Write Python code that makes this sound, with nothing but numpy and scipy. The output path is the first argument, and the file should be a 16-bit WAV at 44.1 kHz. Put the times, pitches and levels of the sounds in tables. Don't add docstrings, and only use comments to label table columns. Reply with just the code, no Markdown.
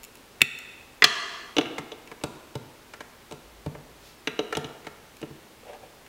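import sys
import numpy as np
from scipy import signal
from scipy.fft import rfft, irfft
from scipy.io import wavfile

SR = 44100
rng = np.random.default_rng(int(sys.argv[2]) if len(sys.argv) > 2 else 0)


def dump_mix(stems):
    frames = np.atleast_2d(stems).T
    limited = np.clip(frames, -1, 1)
    pcm = np.round(limited * 32767).astype(np.int16)
    wavfile.write(sys.argv[1], SR, pcm)


N = 268128
TAPS = 4096


def amp(db):
    return 10 ** (np.asarray(db) / 20)


def unit(x):
    return x / np.sqrt(np.mean(x ** 2) + 1e-20)


def read(points, hz):
    f, value = np.transpose(points)
    return np.interp(np.log(hz + 1), np.log(f + 1), value)


def add(mix, s, sound):
    part = mix[round(s * SR):][:len(sound)]
    part += sound[:len(part)]


def colour(x, points):
    hz = abs(np.fft.fftfreq(TAPS, 1 / SR))
    log_gain = np.log(amp(read(points, hz)))
    response = np.fft.ifft(np.exp(np.conj(signal.hilbert(log_gain)))).real
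    return signal.fftconvolve(x, response[:TAPS // 2])[:len(x)]


# frequency in Hz, relative level in dB per Hz.
FLOOR_COLOUR = [(12, -39.5), (20, -1.5), (95, -3), (153, -3.5), (196, -4.5), (238, -0.5), (298, -3.5),
                (404, -1), (667, -7), (834, -6), (1270, -8.5), (1820, -10.5), (2610, -11.5), (4070, -15),
                (15500, -27.5)]
FLOOR_DB = -52.5


def room_floor():
    gain = amp(read(FLOOR_COLOUR, np.fft.rfftfreq(N, 1 / SR)))
    return amp(FLOOR_DB) * unit(irfft(rfft(rng.standard_normal(N)) * gain, N))


# frequency in Hz, t60 in seconds.
ROOM_T60 = [(140, 0.33), (400, 1.2), (1200, 1), (3000, 0.87), (6000, 0.87), (10000, 0.84), (15000, 0.14)]
# frequency in Hz, gain in dB.
ROOM_COLOUR = [(80, -3.5), (120, 2), (148, 14), (180, 0.5), (235, 1.5), (450, 0), (700, 0.5), (900, 0.5),
               (1200, 4), (3000, -1.5), (6000, -4), (10000, -5.5), (15000, -1)]


def room(x, gap=0.0057, build=0.0013):
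    hz, t, bands = signal.stft(rng.standard_normal(SR), SR, nperseg=256)
    decay = amp(-60 * t / read(ROOM_T60, hz)[:, None])
    tail = signal.istft(bands * decay, SR, nperseg=256)[1][:SR]
    tail *= 1 - np.exp(-np.maximum(np.arange(SR) / SR - gap, 0) / build)
    tail = colour(tail / np.linalg.norm(tail), ROOM_COLOUR)
    return signal.fftconvolve(x, tail)[:N]


def near_wall(x, wall_db, delay=.0067, dull_hz=2200):
    out, echo = x.copy(), x
    b, a = signal.butter(1, dull_hz, fs=SR)
    for bounce in (1, 2):
        echo = amp(wall_db) * signal.lfilter(b, a, echo)
        add(out, bounce * delay, echo)
    return out


def rub(strokes, spectrum, slips_per_s, smooth):
    slips = (rng.random(N) < slips_per_s / SR) * rng.standard_normal(N)
    drive = unit(slips) + smooth * rng.standard_normal(N)
    t = np.arange(N) / SR
    pressure = sum(amp(db) * np.exp(-(2 * (t - middle) / length) ** 2) for middle, length, db in strokes)
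    return unit(colour(drive, spectrum)) * pressure


# middle in seconds, length in seconds, level in dB.
LEAN = [(3.75, 0.69, -56.5)]
# frequency in Hz, relative level in dB per Hz.
LEAN_COLOUR = [(20, -24), (42, -14), (54, 10), (70, -10), (120, -31), (400, -53), (2000, -79)]


def forearm_rumble():
    return rub(LEAN, LEAN_COLOUR, slips_per_s=380, smooth=1.8)


# middle in seconds, length in seconds, level in dB.
SLIDE = [(4.075, 0.12, -54.5), (5.205, .05, -61)]
# frequency in Hz, relative level in dB per Hz.
SLIDE_COLOUR = [(500, -14.5), (2000, -2), (4500, 4), (10000, -10), (15000, -9)]


def finger_slide():
    return rub(SLIDE, SLIDE_COLOUR, slips_per_s=1300, smooth=1.5)


# middle in seconds, length in seconds, level in dB.
DRAG = [(5.632, 0.025, -52), (5.695, 0.061, -41.5), (5.75, 0.034, -47), (5.836, 0.02, -45.5)]
# frequency in Hz, relative level in dB per Hz.
DRAG_COLOUR = [(100, -33.5), (300, -17), (480, 1.5), (650, -1), (830, -1.5), (1100, -21), (2600, -17),
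               (4500, -30), (12000, -44)]


def frame_drag():
    return rub(DRAG, DRAG_COLOUR, slips_per_s=1100, smooth=1.1)


REGISTERS = [60, 200, 700, 1400, 2300, 4600, 16000]
PIVOT_HZ = 1760


def touch(voice, strength_db, hardness=0, thud_db=-73, walls_db=0):
    edges = np.array(REGISTERS[1:])
    octaves = np.log2(np.sqrt(edges[1:] * edges[:-1]) / PIVOT_HZ)
    knock, clop, clack, snap, tick = np.array(voice) + strength_db + hardness * octaves
    return np.array([thud_db, knock, clop, clack + walls_db, snap, tick])


def weigh(x, levels_db):
    hz, edges = np.fft.rfftfreq(TAPS, 1 / SR), np.array(REGISTERS)
    centres = np.sqrt(edges[1:] * edges[:-1])
    for _ in range(2):
        power = abs(rfft(x)) ** 2 * 2 / TAPS / (.02 * SR)
        held = np.add.reduceat(power, np.searchsorted(hz, edges))[:-1]
        gain_db = levels_db - 10 * np.log10(held + 1e-20)
        x = colour(x, np.column_stack([centres, gain_db]))
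    return x


# frequency in Hz, relative level in dB.
CHATTER = [(100, -16), (250, -9), (600, -5.5), (1500, -2), (3000, 3.5), (5000, -2.5), (7000, -4),
           (10000, -10), (15000, -15)]


def shell_curve(modes, between_db, air_db, spread=1.2):
    hz, db, t60 = np.transpose(modes)[:, :, None]
    grid = np.geomspace(60, 16000, 300)
    half_width = spread * np.log(1000) / (2 * np.pi * t60)
    peaks = (amp(db) ** 2 / (1 + ((grid - hz) / half_width) ** 2)).sum(0)
    between = amp(between_db + read(CHATTER, grid)) ** 2
    air = read([(6000, 0), (14000, air_db)], grid)
    return np.column_stack([grid, 10 * np.log10(peaks + between) + air])


# frequency in Hz, relative level in dB, t60 in seconds.
TABLE = [(92, 3.5, 0.06), (134, 1.5, 0.064), (241.8, 2.5, .04)]


def contacts(rows, voice, modes, stud_hz, chatter_t60, send_db, chatter_db, between_db, air_db, grip_hz,
             rise, wall_db, stud_db, stud_t60=0.022, swell_cycles=0.85, room_ring_db=-6, bass_hz=80):
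    t = np.arange(TAPS) / SR
    hz, db, t60 = np.transpose(TABLE + modes)[:, :, None]
    decay = amp(db - 60 * t / t60)
    swell = 1 - np.exp(-t * hz / swell_cycles)
    attack = 1 - np.exp(-t / rise)
    shell = shell_curve(modes, between_db, air_db)
    radiation = signal.butter(3, bass_hz, "highpass", fs=SR, output="sos")
    direct, send = np.zeros(N), np.zeros(N)
    for s, *blow in rows:
        levels_db = touch(voice, *blow)
        shift = grip_hz * rng.standard_normal(hz.shape)
        ring = (decay * swell * np.sin(2 * np.pi * (hz + shift) * t)).sum(0)
        stud = amp(stud_db - 60 * t / stud_t60) * np.sin(2 * np.pi * stud_hz * t)
        chatter = unit(colour(rng.standard_normal(2 * TAPS), shell)[TAPS:])
        chatter *= amp(chatter_db - 60 * t / chatter_t60)
        parts = np.array([ring, stud, chatter]) * attack
        ring, stud, chatter = signal.sosfilt(radiation, parts)
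        add(direct, s, weigh(near_wall(ring + stud + chatter, wall_db), levels_db))
        add(send, s, weigh(amp(room_ring_db) * ring + chatter, levels_db + send_db))
    return np.array([direct, send])


# start in seconds, strength in dB, hardness in dB per octave.
TICKS = [(0.033, -54, 2), (0.04, -54, 2.5), (0.0485, -59, 4), (0.154, -58.5, 1.5), (0.171, -63, 0),
         (0.588, -43.5, -0.5), (2.0744, -49, -4), (2.213, -49, -8.5), (5.168, -60.5, 1), (6.064, -52, -4.5)]
# knock, clop, clack, snap and tick, all in dB.
TICK_VOICE = (-21.5, -16, -8, -1.5, -0.5)
# frequency in Hz, relative level in dB, t60 in seconds.
SMALL_PIECE = [(378, -3, 0.04), (1250, -15, .02), (1944, -8, .026), (2045, -5, .026), (2276, 1.5, .023),
               (2657, 7, 0.015), (2880, -5.5, .02), (3567, -4, 0.011), (4210, -8, 0.02),
               (5440, -9.5, 0.017), (7250, -11, 0.00795), (9100, -16, 0.0047), (13600, -19, 0.008)]


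def light_ticks():
    return contacts(TICKS, TICK_VOICE, SMALL_PIECE, stud_hz=6930, stud_db=-12, grip_hz=8, rise=.00045,
                    chatter_t60=0.0069, chatter_db=1.5, between_db=-15.0, air_db=12.0,
                    send_db=-10.0, wall_db=-8)


# start in seconds, strength in dB, hardness in dB per octave, table thud in dB.
SLIPS = [(1.7815, -35.5, 0.7, -43.5), (2.1146, -45, -0.5, -55), (2.9356, -45.5, 2, -66),
         (3.0051, -42.5, 0.6, -62), (3.7494, -50, -3, -60), (4.525, -33.5, -.4, -84),
         (4.846, -53.5, 0.5, -70), (4.8674, -41.5, -0.2, -51), (5.732, -55, 2, -78)]
# knock, clop, clack, snap and tick, all in dB.
SLIP_VOICE = (-0.5, -1.3, -1, -7, -11.5)
# frequency in Hz, relative level in dB,
# t60 in seconds.
TOWER = [(310.7, 7, 0.025), (429.6, 2, 0.029), (618, -3, 0.027), (718, -15.5, 0.049), (898, -3, 0.02),
         (1114, -11.5, 0.029), (1385, -11, 0.038), (1566, -8, 0.021), (2190, -6, 0.022), (2680, -4, 0.016),
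         (2893, 0, 0.019), (3130, 0, 0.0074), (3400, -2, 0.0087), (3910, -3.5, 0.02), (5100, -19, 0.023),
         (5870, -9, 0.02), (6320, -11, 0.0084), (6660, -11.5, 0.015), (8300, -23, .03)]


def slips_and_frame_tick():
    return contacts(SLIPS, SLIP_VOICE, TOWER, stud_hz=4840, stud_db=-8, grip_hz=13, rise=0.00081,
                    chatter_t60=0.045, chatter_db=4, between_db=2, air_db=-6, send_db=-11.5, wall_db=-10.5)


# start in seconds, strength in dB, hardness in dB per octave, table thud in dB.
PRESSES = [(2.2367, -29, 1.16, -36), (2.5537, -36.5, 0, -33), (3.311, -43, 0.5, -59),
           (3.322, -41.5, 1, -46.5), (3.661, -40, -2, -31), (4.5695, -28.5, 0.8, -36.5),
           (5.215, -46, 1, -49), (5.305, -65, -7.5, -45)]
# knock, clop, clack, snap and tick, all in dB.
PRESS_VOICE = (1, -5, -16, -9.5, -12.5)


def presses_and_brick_pickup():
    return contacts(PRESSES, PRESS_VOICE, TOWER, stud_hz=8110, stud_db=-5, grip_hz=14, rise=0.0012,
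                    chatter_t60=0.018, chatter_db=5, between_db=0.5, air_db=-2,
                    send_db=-10, wall_db=-8, room_ring_db=-7, bass_hz=56)


# start in seconds,
# strength in dB, hardness in dB per octave, table thud in dB, free ring of the side walls in dB.
KNOCKS = [(1.5664, -26.5, .4, -44, -3.5), (1.5833, -19.5, -.5, -42.5, -4.5), (1.611, -34, 0.5, -50, 3),
          (1.657, -45, 1.5, -47, 9), (1.9184, -39.5, 0, -75, -7), (4.273, -28, 1.3, -47.5, 5),
          (4.3908, -26.5, -1, -47.5, -6.5), (4.551, -35.5, 2.5, -51, 0), (4.644, -39, 1, -42, -4),
          (5.228, -41, -3.5, -46, -0.5)]
# knock, clop, clack, snap and tick, all in dB.
KNOCK_VOICE = (0.5, -10, -9, -3, -16.5)


def knocks_and_finger_release():
    return contacts(KNOCKS, KNOCK_VOICE, TOWER, stud_hz=6190, stud_db=-6, grip_hz=15.3, rise=0.00049,
                    chatter_t60=0.039, chatter_db=-6, between_db=-6.5, air_db=2.5,
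                    send_db=-11.5, wall_db=-7.5, room_ring_db=-2, bass_hz=90)


# start in seconds, strength in dB, hardness in dB per octave,
# table thud in dB, free ring of the side walls in dB.
PICKUP = [(0.4073, -36, -3.5, -54.5, 6), (0.4167, -10.5, -0.5, -34.5, -3.5)]
# knock, clop, clack, snap and tick, all in dB.
PICKUP_VOICE = (-21, -25, -6.5, -1, -11)


def small_piece_pickup():
    return contacts(PICKUP, PICKUP_VOICE, SMALL_PIECE, stud_hz=7120, stud_db=-17, grip_hz=2.7, rise=0.00044,
                    chatter_t60=0.015, chatter_db=5.5, between_db=-15.0, air_db=11.5,
                    send_db=-12.5, wall_db=-14.5)


# start in seconds, strength in dB,
# hardness in dB per octave, table thud in dB, free ring of the side walls in dB.
SET_DOWN = [(1.022, -17, -3, -40.5, 9.5), (1.0415, -7, -0.14, -34.5, -3)]
# knock, clop, clack, snap and tick, all in dB.
SET_DOWN_VOICE = (-19.5, -12, -7.5, -2, -9)
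# frequency in Hz, relative level in dB, t60 in seconds.
LARGE_PIECE = [(396, 3, 0.037), (684, -3.5, 0.039), (1092, -4, 0.036), (1243, -6, 0.085), (1710, 2, 0.026),
               (1908, 0.5, 0.0287), (2360, -5.5, 0.062), (2640, -11, 0.044), (2980, -21.5, 0.08),
               (3428, -1.5, 0.039), (4276, -5.5, 0.039), (4600, -16, 0.07), (6300, -7, 0.035),
               (7010, -6.5, 0.036)]


def large_piece_set_down():
    return contacts(SET_DOWN, SET_DOWN_VOICE, LARGE_PIECE, stud_hz=4970, stud_db=2.5, grip_hz=4.2, rise=.0001,
                    chatter_t60=0.038, chatter_db=4.5, between_db=-6.5, air_db=-9.5,
                    send_db=-8.0, wall_db=-6.5, room_ring_db=-7, bass_hz=110)


def scene():
    rubbing = finger_slide() + frame_drag()
    tower_voiced = slips_and_frame_tick() + presses_and_brick_pickup() + knocks_and_finger_release()
    piece_voiced = light_ticks() + small_piece_pickup() + large_piece_set_down()
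    direct, send = tower_voiced + piece_voiced
    wet = room(send + amp(-10.5) * rubbing)
    return (room_floor() + forearm_rumble() + rubbing + direct + wet)[None]


def record(dry, threshold_db=-4, squeeze=1.0, recovery_db_per_s=26, attack=0.016, ceiling=0.77):
    peak_db = 20 * np.log10(abs(dry[0]) + 1e-9)
    fall = np.arange(N) / SR * recovery_db_per_s
    held_db = np.maximum.accumulate(peak_db + fall) - fall
    over_db = np.maximum(held_db - threshold_db, 0)
    lag = np.exp(-1 / (attack * SR))
    dip_db = squeeze * signal.lfilter([1 - lag], [1, -lag], over_db)
    limited = np.clip(dry / amp(dip_db), -ceiling, ceiling)
    limited = limited + amp(-62) * rng.standard_normal(N)
    low_pass = signal.firwin(511, 15850, window=("kaiser", 8), fs=SR)
    return signal.oaconvolve(limited, low_pass[None], "same")


dry = scene()
out = record(dry)
dump_mix(out)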